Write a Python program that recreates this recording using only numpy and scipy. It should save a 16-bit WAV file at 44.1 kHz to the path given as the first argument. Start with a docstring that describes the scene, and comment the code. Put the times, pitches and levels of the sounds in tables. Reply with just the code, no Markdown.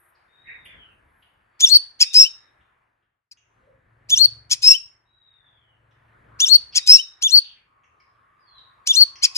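"""A small caged bird sings close to a two-port microphone under a roof: warble, chip, long whistle,
over and over. The two halves of its syrinx modulate each other; its throat adds a rasp.
The walls echo the song, and the loudest notes are limited and clip. Other birds whistle, chip
and call hoarsely far away. Outside: traffic, a passing engine, a thin rustle and faint hums,
all dipping briefly a third of the way in."""
import sys
import numpy as np
from scipy import signal
from scipy.fft import rfft, irfft, next_fast_len
from scipy.io import wavfile
from scipy.ndimage import uniform_filter1d, minimum_filter1d, map_coordinates

SR = 44100
rng = np.random.default_rng(int(sys.argv[2]) if len(sys.argv) > 2 else 0)


def output_pcm(signal):
    """Save a mono or channel-first signal as 16-bit PCM at the path in sys.argv[1].

    Samples are clipped to [-1, 1] before scaling.
    """
    pcm = np.clip(np.atleast_2d(signal).T, -1, 1) * 32767
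    wavfile.write(sys.argv[1], SR, np.round(pcm).astype(np.int16))


N = 413216
TIME_S = np.arange(N) / SR
PORT_LAG_S, TOP_HZ = 0.00014, 17560

# Each row: time in seconds, then rumble, street and engine levels in relative dB.
TRAFFIC_LEVELS = [(0, -80.5, -68, -96), (.75, -60.5, -62, -90), (1.3, -72.5, -66.5, -93),
                  (2.5, -71.5, -63, -89), (3.7, -71, -70.5, -86.5), (4.28, -58.5, -61, -59.5),
                  (5.1, -75.5, -72.5, -91.5), (5.8, -68.5, -66.5, -77.5), (6.35, -56, -59, -69),
                  (7.1, -76, -64.5, -95.5), (8, -72, -67, -88), (9.37, -71, -59, -84)]
# Each row: time in seconds, gain in dB.
OUTDOOR_FADE = [(0, 0), (2.6, -2), (3.05, -12), (3.28, -27), (3.312, -36), (3.32, -11), (3.6, 2.5), (4, -3),
                (9.4, -1.5)]
RUSTLE_GAIN = [(0, -67), (.1, -68), (.16, -90), (.64, -92), (.655, -56), (.75, -89), (1.3, -78), (1.5, -95)]
# Spectra. Each row: frequency in Hz, level in relative dB.
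RUMBLE_SPECTRUM = [(12, -48.5), (20, -22), (38, -5.5), (75, -4.5), (112, -8), (189, -13.5), (700, -16.5),
                   (910, -51.5), (1540, -120)]
STREET_SPECTRUM = [(180, -43.5), (300, -20.5), (348, -3.5), (385, -10.5), (1030, 0), (1720, 1), (2480, -10),
                   (2740, -13.5), (5610, -35), (10900, -31), (16000, -41)]
RASP_SPECTRUM = [(900, -62.5), (1600, -33), (2600, -18), (4200, -10), (5800, -5), (7600, -15), (11000, -19),
                 (15500, -28.5), (16300, -62.5)]
OVERTONE_SPECTRUM = [(6000, -36), (8500, -36.5), (11000, -29), (13500, -37.5), (16000, -47.5),
                     (17000, -60.5)]
WALL_RESPONSE = [(2500, 10), (3500, 1.5), (4400, 3), (5400, 5), (7000, 0.5), (9000, 6), (14000, -8)]
INPUT_RESPONSE = [(9000, 0.5), (12000, -1.5), (16000, -11)]
# Outdoor noise. Each row: frequency in Hz, left-right correlation.
COHERENCE = [(60, 0.93), (180, 1), (550, -0.13), (1650, 0.19), (4970, 1), (15000, -0.01)]
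# Each row: multiple of the firing rate, level in relative dB.
ENGINE_ORDERS = [(3, -7.5), (4, -9.5), (5, 2.5), (6, -3.5), (7, -16.5)]
# Each row: start in seconds, level in relative dB, nominal low and high pitch in Hz, high re low in dB.
FAR_CHIPS = [(0.1474, -70.5, 2150, 4340, 18.5), (0.6539, -28.5, 2385, 4000, -55),
             (1.2213, -44, 2761, 4260, -23), (2.6086, -53, 2940, 4080, -40), (3.024, -63, 2797, 5090, -34),
             (3.3702, -46, 2575, 5890, -4), (5.908, -51, 2940, 5150, -12), (6.7233, -34, 2768, 4582, 5),
             (7.57, -43, 2300, 4470, -25), (7.8344, -43.5, 2245, 5815, -15),
             (7.9981, -45.5, 2070, 4705, -4.5), (8.5799, -39, 3454, 4200, -19.5),
             (9.1549, -36, 2371, 5055, 4.5)]
# Glides. Each row: start and length in seconds, first, middle and last pitch in Hz,
# peak in relative dB, peak position 0-1, rise and fall in dB.
FAR_WHISTLES = [(.29, .62, 3624, 3650, 2676, -57, 0.76, 10.5, 7.5),
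                (2.05, 0.44, 3660, 3780, 3754, -46.5, 0.28, -0.5, 31),
                (5.07, .67, 3835, 3620, 2899, -61, 0.32, 17.5, 12),
                (6.79, .18, 3760, 3780, 3836, -45.5, .5, -1.5, 8),
                (6.99, 0.2, 3809, 3780, 3720, -43.5, 0.01, -3, 34.5),
                (8.47, 0.1, 3330, 3350, 3370, -65.5, 0.9, 12.5, 3),
                (8.4, 0.3, 4964, 4050, 3990, -52.5, 0.62, 24, 22)]
FAR_HOARSE_CALLS = [(.46, .14, 2000, 2120, 2025, -37, .25, 13, 30),
                    (.6, 0.2, 2065, 2089, 2000, -49, .55, 24, 33),
                    (6.28, 0.23, 1305, 1305, 1278, -52.5, .45, 7, 5.9),
                    (7.4, .16, 3350, 3207, 3040, -50, .2, 5, 16)]
HUM_GLIDES = [(3.58, .2, 511.4, 534.5, 534, -71, .45, 17, 14),
              (7.68, 1.8, 1181, 1151, 1122, -68, 0.98, 7.9, 1)]
# The song. Each row: start and length in seconds, gain in dB, detune in percent, then in dB:
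# 2nd harmonic offset, rasp offset, growth over the note, left-right balance from the head's turn.
SONG_WARBLES = [(1.596, .182, .5, .3, 3, 1.5, -2, -2), (4.09, .177, .5, -0.24, -1, -0.5, 1, -2.5),
                (6.392, .18, 0.5, 0.23, -.5, -0.5, 1.5, -1), (7.214, .186, -0.5, 0.26, -1.5, -5, -0.5, -1),
                (8.862, .182, 1, -.2, -1, 1, 1.5, -1.5)]
SONG_CHIPS = [(1.994, .05, 0, .2, -.5, -1.5, -0.5, -1.5), (4.499, .05, -2.5, -.5, -.5, 5, -4, .5),
              (6.745, .05, 0, 1.5, .5, -0.5, -3.5, -.5), (9.219, .05, -1, -.2, -.5, -0.5, 2, -0.82)]
SONG_LONGS = [(2.133, .146, -2, -.2, 0, .5, -1, -.5), (4.62, .146, 0.5, 0.14, -3.5, .5, 7, .5),
              (6.866, .146, .5, .2, -.5, .5, .5, -.5), (9.35, 0.18, 2, -.5, 1.5, -5, .5, 0.63)]
# Note templates. Each row: offset in seconds, pitch in Hz, harmonics 1 and 2 and rasp in relative dB.
WARBLE_SHAPE = [(0, 2237, -53.5, -52.5, -55.5), (.012, 2843, -36.5, -21.5, -20),
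                (.028, 3466, -17.5, -19.5, -35), (.054, 3528, -9, -36, -40), (.068, 2823, -38.5, -27, -44),
                (.08, 2731, -39, -22, -31), (.086, 2844, -34, -20.5, -34), (.093, 3117, -28, -14, -31),
                (.105, 4182, -17.5, -29, -34), (.128, 4371, -8, -42.5, -47), (.15, 4510, -6, -40.5, -43.5),
                (0.172, 4410, -5.5, -32.5, -50), (.181, 4433, -38.5, -52, -56)]
CHIP_SHAPE = [(0, 2047, -54, -49, -54.5), (.014, 2324, -35, -16, -25.5), (.022, 2625, -26.5, -15, -24.5),
              (0.027, 2726, -30.5, -14, -23.5), (.034, 2520, -25, -8, -21), (.042, 2126, -41.5, -21, -32),
              (.05, 1893, -42.5, -43, -41)]
LONG_SHAPE = [(0, 2535, -49.5, -46, -36), (.012, 2510, -36, -19.5, -20.5), (0.02, 2516, -34.5, -10, -31),
              (.036, 2529, -26.5, -5.5, -26.5), (.055, 2652, -32, -5, -36.5), (0.078, 2717, -33.5, -5, -40),
              (0.095, 2680, -31, -6.5, -40), (.111, 2655, -33, -16.5, -35.5),
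              (.132, 3026, -21.5, -37.5, -45), (.146, 3050, -35, -73.5, -54)]
# A lone, faint chip tail. Same columns, in scene time.
CHIP_TAIL = [(3.316, 2553, -59.5, -45.5, -54), (3.325, 2313, -69, -45, -54), (3.332, 2035, -68, -60, -58)]
# Second syrinx half. Same columns, without rasp.
CHIP_SECOND_HALF = [(0, 2980, -56.5, -54.5), (.013, 3228, -26, -22), (0.024, 3463, -25, -17.5),
                    (.035, 3280, -24, -25.5), (.05, 2973, -46.5, -44)]
LONG_SECOND_HALF = [(.006, 3739, -45, -57), (0.026, 3777, -26.5, -47), (.06, 3860, -51, -65),
                    (.111, 4000, -34.5, -56), (.121, 3937, -39, -64)]
# Split tone. Each row: offset in seconds, pitch in Hz, level in relative dB.
SPLIT_SHAPE = [(.05, 5200, -36.5), (0.068, 5276, -14.5), (.08, 5131, -19), (.096, 5080, -26.5),
               (0.107, 4695, -25)]
# Its gain in dB, one per long note.
SPLIT_GAIN_DB = [6.5, -2.5, -2, 2]
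# Nearby surfaces colour the ports differently. Each row: frequency in Hz, left minus right in dB.
PORT_BALANCE = [(2530, 6.5), (2700, 1.5), (3000, 11), (3400, 1.5), (3580, 8), (4200, 12.5), (4360, 21.5),
                (4520, 4), (5000, 2), (5400, 6), (6500, -1.5), (7000, 8), (10000, 4.5)]
# Each row: frequency in Hz, base T60 in seconds, scaled per echo.
BASE_T60 = [(1500, .6), (4500, .55), (9000, .55), (15000, .45)]


def amp(db):
    return 10 ** (np.asarray(db) / 20)


def unit_rms(x):
    return x / np.sqrt(np.mean(x ** 2) + 1e-20)


def log_interp(points, hz):
    knots_hz, values = np.transpose(points)
    return np.interp(np.log(hz + 1), np.log(knots_hz + 1), values)


def wobble(rate_hz):
    """Smooth random curve."""
    return map_coordinates(rng.standard_normal(int(N * rate_hz / SR) + 4), [TIME_S * rate_hz])


def filtered(x, response):
    size = next_fast_len(N + SR // 2)
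    return irfft(rfft(x, size) * response(np.fft.rfftfreq(size, 1 / SR)), size)[..., :N]


def tracks(tables, edge_s=0.0039):
    """A gate open during each table, and a per-sample curve for each column."""
    gate = np.zeros(N)
    for rows in tables:
        inside_s = np.minimum(TIME_S - rows[0][0], rows[-1][0] - TIME_S)
        gate = np.maximum(gate, np.clip(inside_s / edge_s + 1, 0, 1))
    knots_s, *columns = np.transpose(sorted(tuple(row) for rows in tables for row in rows))
    return gate, [np.interp(TIME_S, knots_s, column) for column in columns]


def phase_of(hz):
    return 2 * np.pi * np.cumsum(hz) / SR


def sine(phase, rms_db):
    return np.sqrt(2) * amp(rms_db) * np.sin(phase)


def panned(x, left_right_db):
    return x * np.sqrt(2 / (1 + amp([-2 * left_right_db, 2 * left_right_db]).reshape(2, -1)))


def echoes(x, t60_scale):
    """Stereo reverb; each frequency dies at its own rate."""
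    hz, t, bins = signal.stft(rng.standard_normal((2, SR)), SR, nperseg=256)
    t60_s = t60_scale * log_interp(BASE_T60, hz)[:, None]
    tail = signal.istft(bins * amp(-60 * t / t60_s), SR, nperseg=256)[1]
    return signal.fftconvolve(x[None], tail / np.linalg.norm(tail[0]), axes=1)[:, :N]


def rush(spectrum, patchy_db):
    """Unit-rms stereo noise with patches of random gain."""
    def mid_side(hz):
        angle = np.arccos(np.clip(log_interp(COHERENCE, hz), -1, 1)) / 2
        return amp(log_interp(spectrum, hz)) * [np.cos(angle), np.sin(angle)]
    bins = signal.stft(rng.standard_normal((2, N)), nperseg=512)[2]
    patches = uniform_filter1d(uniform_filter1d(rng.standard_normal(bins.shape[1:]), 6, 0), 14, 1)
    noise = signal.istft(bins * amp(patchy_db * unit_rms(patches)), nperseg=512)[1][:, :N]
    mid, side = filtered(noise, mid_side)
    return unit_rms(np.array([mid + side, mid - side]))


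def glides(calls, jitter, rate_hz, end_jitter=0, edge_s=0.027):
    """Bent tones whose pitch and level scatter on a long path."""
    out = np.zeros(N)
    for start_s, length_s, from_hz, mid_hz, to_hz, db, peak_at, rise_db, fall_db in calls:
        age_s = TIME_S - start_s
        u = np.clip(age_s / length_s, 0, 1)
        hz = from_hz + (to_hz - from_hz) * u + 2 * (2 * mid_hz - from_hz - to_hz) * u * (1 - u)
        hz *= 1 + (jitter + end_jitter * u * u) * wobble(rate_hz)
        level_db = db - np.interp(u, [0, peak_at, 1], [rise_db, 0, fall_db])
        gate = np.clip(np.minimum(age_s, length_s - age_s) / edge_s + 1, 0, 1)
        out += gate * sine(phase_of(hz), level_db + 3 * wobble(55))
    return out


def sung(notes, shape, base_s, gains_db=None):
    """One table per note: the template stretched, detuned and levelled."""
    tables = []
    for k, (start_s, length_s, db, detune_pct, second_db, rasp_db, growth_db, _) in enumerate(notes):
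        rows = np.array(shape, float)
        rows[:, 2:] += growth_db * (rows[:, :1] / base_s - .5)
        rows[:, 0] = start_s + rows[:, 0] * length_s / base_s
        rows[:, 1] *= 1 + detune_pct / 100
        rows[:, 2:] += db + (0 if gains_db is None else gains_db[k])
        rows[:, 3:4] += second_db
        rows[:, 4:] += rasp_db
        tables.append(rows)
    return tables


def traffic(firing_hz=22.4):
    """Rumble, street hiss and the firing harmonics of a passing engine."""
    rumble_db, street_db, engine_db = tracks([TRAFFIC_LEVELS])[1]
    rumble = amp(rumble_db + 1.1 * wobble(3.7)) * rush(RUMBLE_SPECTRUM, patchy_db=2)
    street = amp(street_db + 1.5 + 1.1 * wobble(5)) * rush(STREET_SPECTRUM, patchy_db=1.7)
    firing = phase_of(firing_hz * (1 + 0.0038 * wobble(22)))
    engine = sum(sine(k * firing, db + engine_db + 7 + 2.5 * wobble(13)) for k, db in ENGINE_ORDERS)
    return rumble + street + engine


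def rustle():
    """Thin, patchy treble noise."""
    gate, (db,) = tracks([RUSTLE_GAIN])
    spectrum_hz_db = [(6000, -44), (8500, 25.5), (11500, 37), (15500, -28), (17000, -48.5)]
    return gate * amp(db) * rush(spectrum_hz_db, patchy_db=6)


def far_chips():
    """Rough, falling two-tone chips, heard mostly as echo."""
    chips, t = np.zeros(N), np.arange(SR // 25) / SR
    phase_per_hz = 2 * np.pi * np.cumsum(1.12 - 6 * t) / SR
    envelope = amp(-60 * t / 0.28) * np.minimum(t / .003, 1) * np.hanning(2 * len(t))[len(t):]
    for start_s, db, low_hz, high_hz, high_db in FAR_CHIPS:
        rough = 1 + 11 * uniform_filter1d(uniform_filter1d(rng.standard_normal(len(t)), 30), 30)
        tones = np.sin(low_hz * phase_per_hz) + amp(high_db) * np.sin(high_hz * phase_per_hz)
        chips[round(start_s * SR):][:len(t)] += amp(db - 13.5) * envelope * rough * tones
    return amp(-7) * chips + amp(-2.5) * echoes(chips, t60_scale=1)


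def far_calls():
    """Whistles and hoarse calls, heard mostly as echo."""
    whistles = glides(FAR_WHISTLES, jitter=.011, rate_hz=250, end_jitter=.028)
    calls = whistles + glides(FAR_HOARSE_CALLS, jitter=.11, rate_hz=500)
    return amp(-12) * calls + amp(1.3) * echoes(calls, t60_scale=.55)


def syrinx_phase(hz, jitter):
    """The syrinx rounds off quick bends and wavers in pitch."""
    return phase_of(uniform_filter1d(hz, size=180) * (1 + jitter * wobble(300)))


def first_half(phase, hz, h1_db, h2_db, swell_db=2.5):
    """Main syrinx tone: two harmonics and faint, smeared overtones, swelling and sinking."""
    voice = sine(phase, h1_db) + sine(2 * phase, h2_db)
    hz = uniform_filter1d(hz, size=180)
    for k in range(3, 7):
        db = np.maximum(h1_db, h2_db) + log_interp(OVERTONE_SPECTRUM, k * hz) - 3 * (k - 3)
        voice += sine(k * phase, db) * (1.8 + 2.6 * wobble(800)) * (k * hz < TOP_HZ)
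    return voice * amp(0.24 * wobble(200) + swell_db * wobble(70))


def throat_rasp():
    """Uneven breath noise through the throat."""
    breath = filtered(rng.standard_normal(N), lambda hz: amp(log_interp(RASP_SPECTRUM, hz)))
    return unit_rms(breath * amp(2.2 * wobble(400)))


def second_half(first_phase, first_h2_db, chip_s, long_s):
    """Second syrinx tone; the halves modulate each other into sum and difference tones."""
    notes = sung(SONG_CHIPS, CHIP_SECOND_HALF, chip_s) + sung(SONG_LONGS, LONG_SECOND_HALF, long_s)
    gate, (hz, h1_db, h2_db) = tracks(notes)
    phase = syrinx_phase(hz, jitter=0.009)
    voice = sine(phase, h1_db) + sine(2 * phase, h2_db)
    mean_db = (first_h2_db + h2_db) / 2
    for j, k, db in [(1, 1, -7), (2, 1, -18), (1, 2, -20), (2, -1, -31.5), (3, -1, -19.5)]:
        voice += sine(j * first_phase + k * phase, mean_db + db)
    return gate * voice


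def split_tone(long_s):
    """Splits off below the long note's 2nd harmonic and beats with it."""
    gate, (hz, db) = tracks(sung(SONG_LONGS, SPLIT_SHAPE, long_s, SPLIT_GAIN_DB))
    return gate * sine(phase_of(hz), db)


def caged_bird():
    """Both syrinx halves; an unsteady voice rasps and flutters. The head turns note by note."""
    warble_s, chip_s, long_s = WARBLE_SHAPE[-1][0], CHIP_SHAPE[-1][0], LONG_SHAPE[-1][0]
    song = sung(SONG_WARBLES, WARBLE_SHAPE, warble_s) + sung(SONG_CHIPS, CHIP_SHAPE, chip_s)
    song += sung(SONG_LONGS, LONG_SHAPE, long_s) + [CHIP_TAIL]
    gate, (hz, h1_db, h2_db, rasp_db) = tracks(song)
    phase = syrinx_phase(hz, jitter=0.0079)
    first = gate * first_half(phase, hz, h1_db, h2_db)
    flutter = 1 + np.minimum(1.2 * amp(rasp_db - np.maximum(h1_db, h2_db)), .3) * wobble(1200)
    second = second_half(phase, h2_db, chip_s, long_s)
    rasp = gate * amp(rasp_db) * throat_rasp()
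    notes = np.array(sorted(SONG_WARBLES + SONG_CHIPS + SONG_LONGS))
    current = np.maximum(np.searchsorted(notes[:, 0], TIME_S + .01) - 1, 0)
    facing_db = notes[current, -1]
    return panned(flutter * (first + second) + rasp + split_tone(long_s), facing_db)


def wall_echoes(bird):
    """Early reflections, then a late tail; the yard smears each pitch a little."""
    walls = filtered(bird.mean(0), lambda hz: amp(log_interp(WALL_RESPONSE, hz)))
    early = amp(-21) * echoes(walls, t60_scale=.17)
    scattered = walls * (.75 + .5 * wobble(550) + .15 * wobble(3500))
    return early + amp(-24) * echoes(scattered, t60_scale=.58)


def hums():
    """Faint wavering tones, heard only as echo."""
    return amp(10.5) * echoes(glides(HUM_GLIDES, jitter=.06, rate_hz=250), t60_scale=.58)


def port_response(hz):
    """Each port has its own colour; the right one hears the bird later."""
    lag = np.exp(-2j * np.pi * hz * PORT_LAG_S * np.array([[-.5], [.5]]))
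    return panned(lag, log_interp(PORT_BALANCE, hz))


def scene():
    bird = caged_bird()
    birds = filtered(bird, port_response) + wall_echoes(bird) + far_chips() + far_calls()
    outdoors = panned(traffic() + rustle(), left_right_db=1.8) + hums()
    _, (fade_db,) = tracks([OUTDOOR_FADE])
    return birds + amp(fade_db) * outdoors


def record(dry, limit=1.1):
    """A fast limiter holds the loudest notes, their tips clip; the input dulls and cuts the treble."""
    gain = minimum_filter1d(limit / np.maximum(np.abs(dry), limit), size=120)
    clipped = np.clip(dry * uniform_filter1d(gain, size=100), -1, 1)
    return filtered(clipped, lambda hz: amp(log_interp(INPUT_RESPONSE, hz)) * (hz < TOP_HZ))


dry = scene()
out = record(dry)
output_pcm(out)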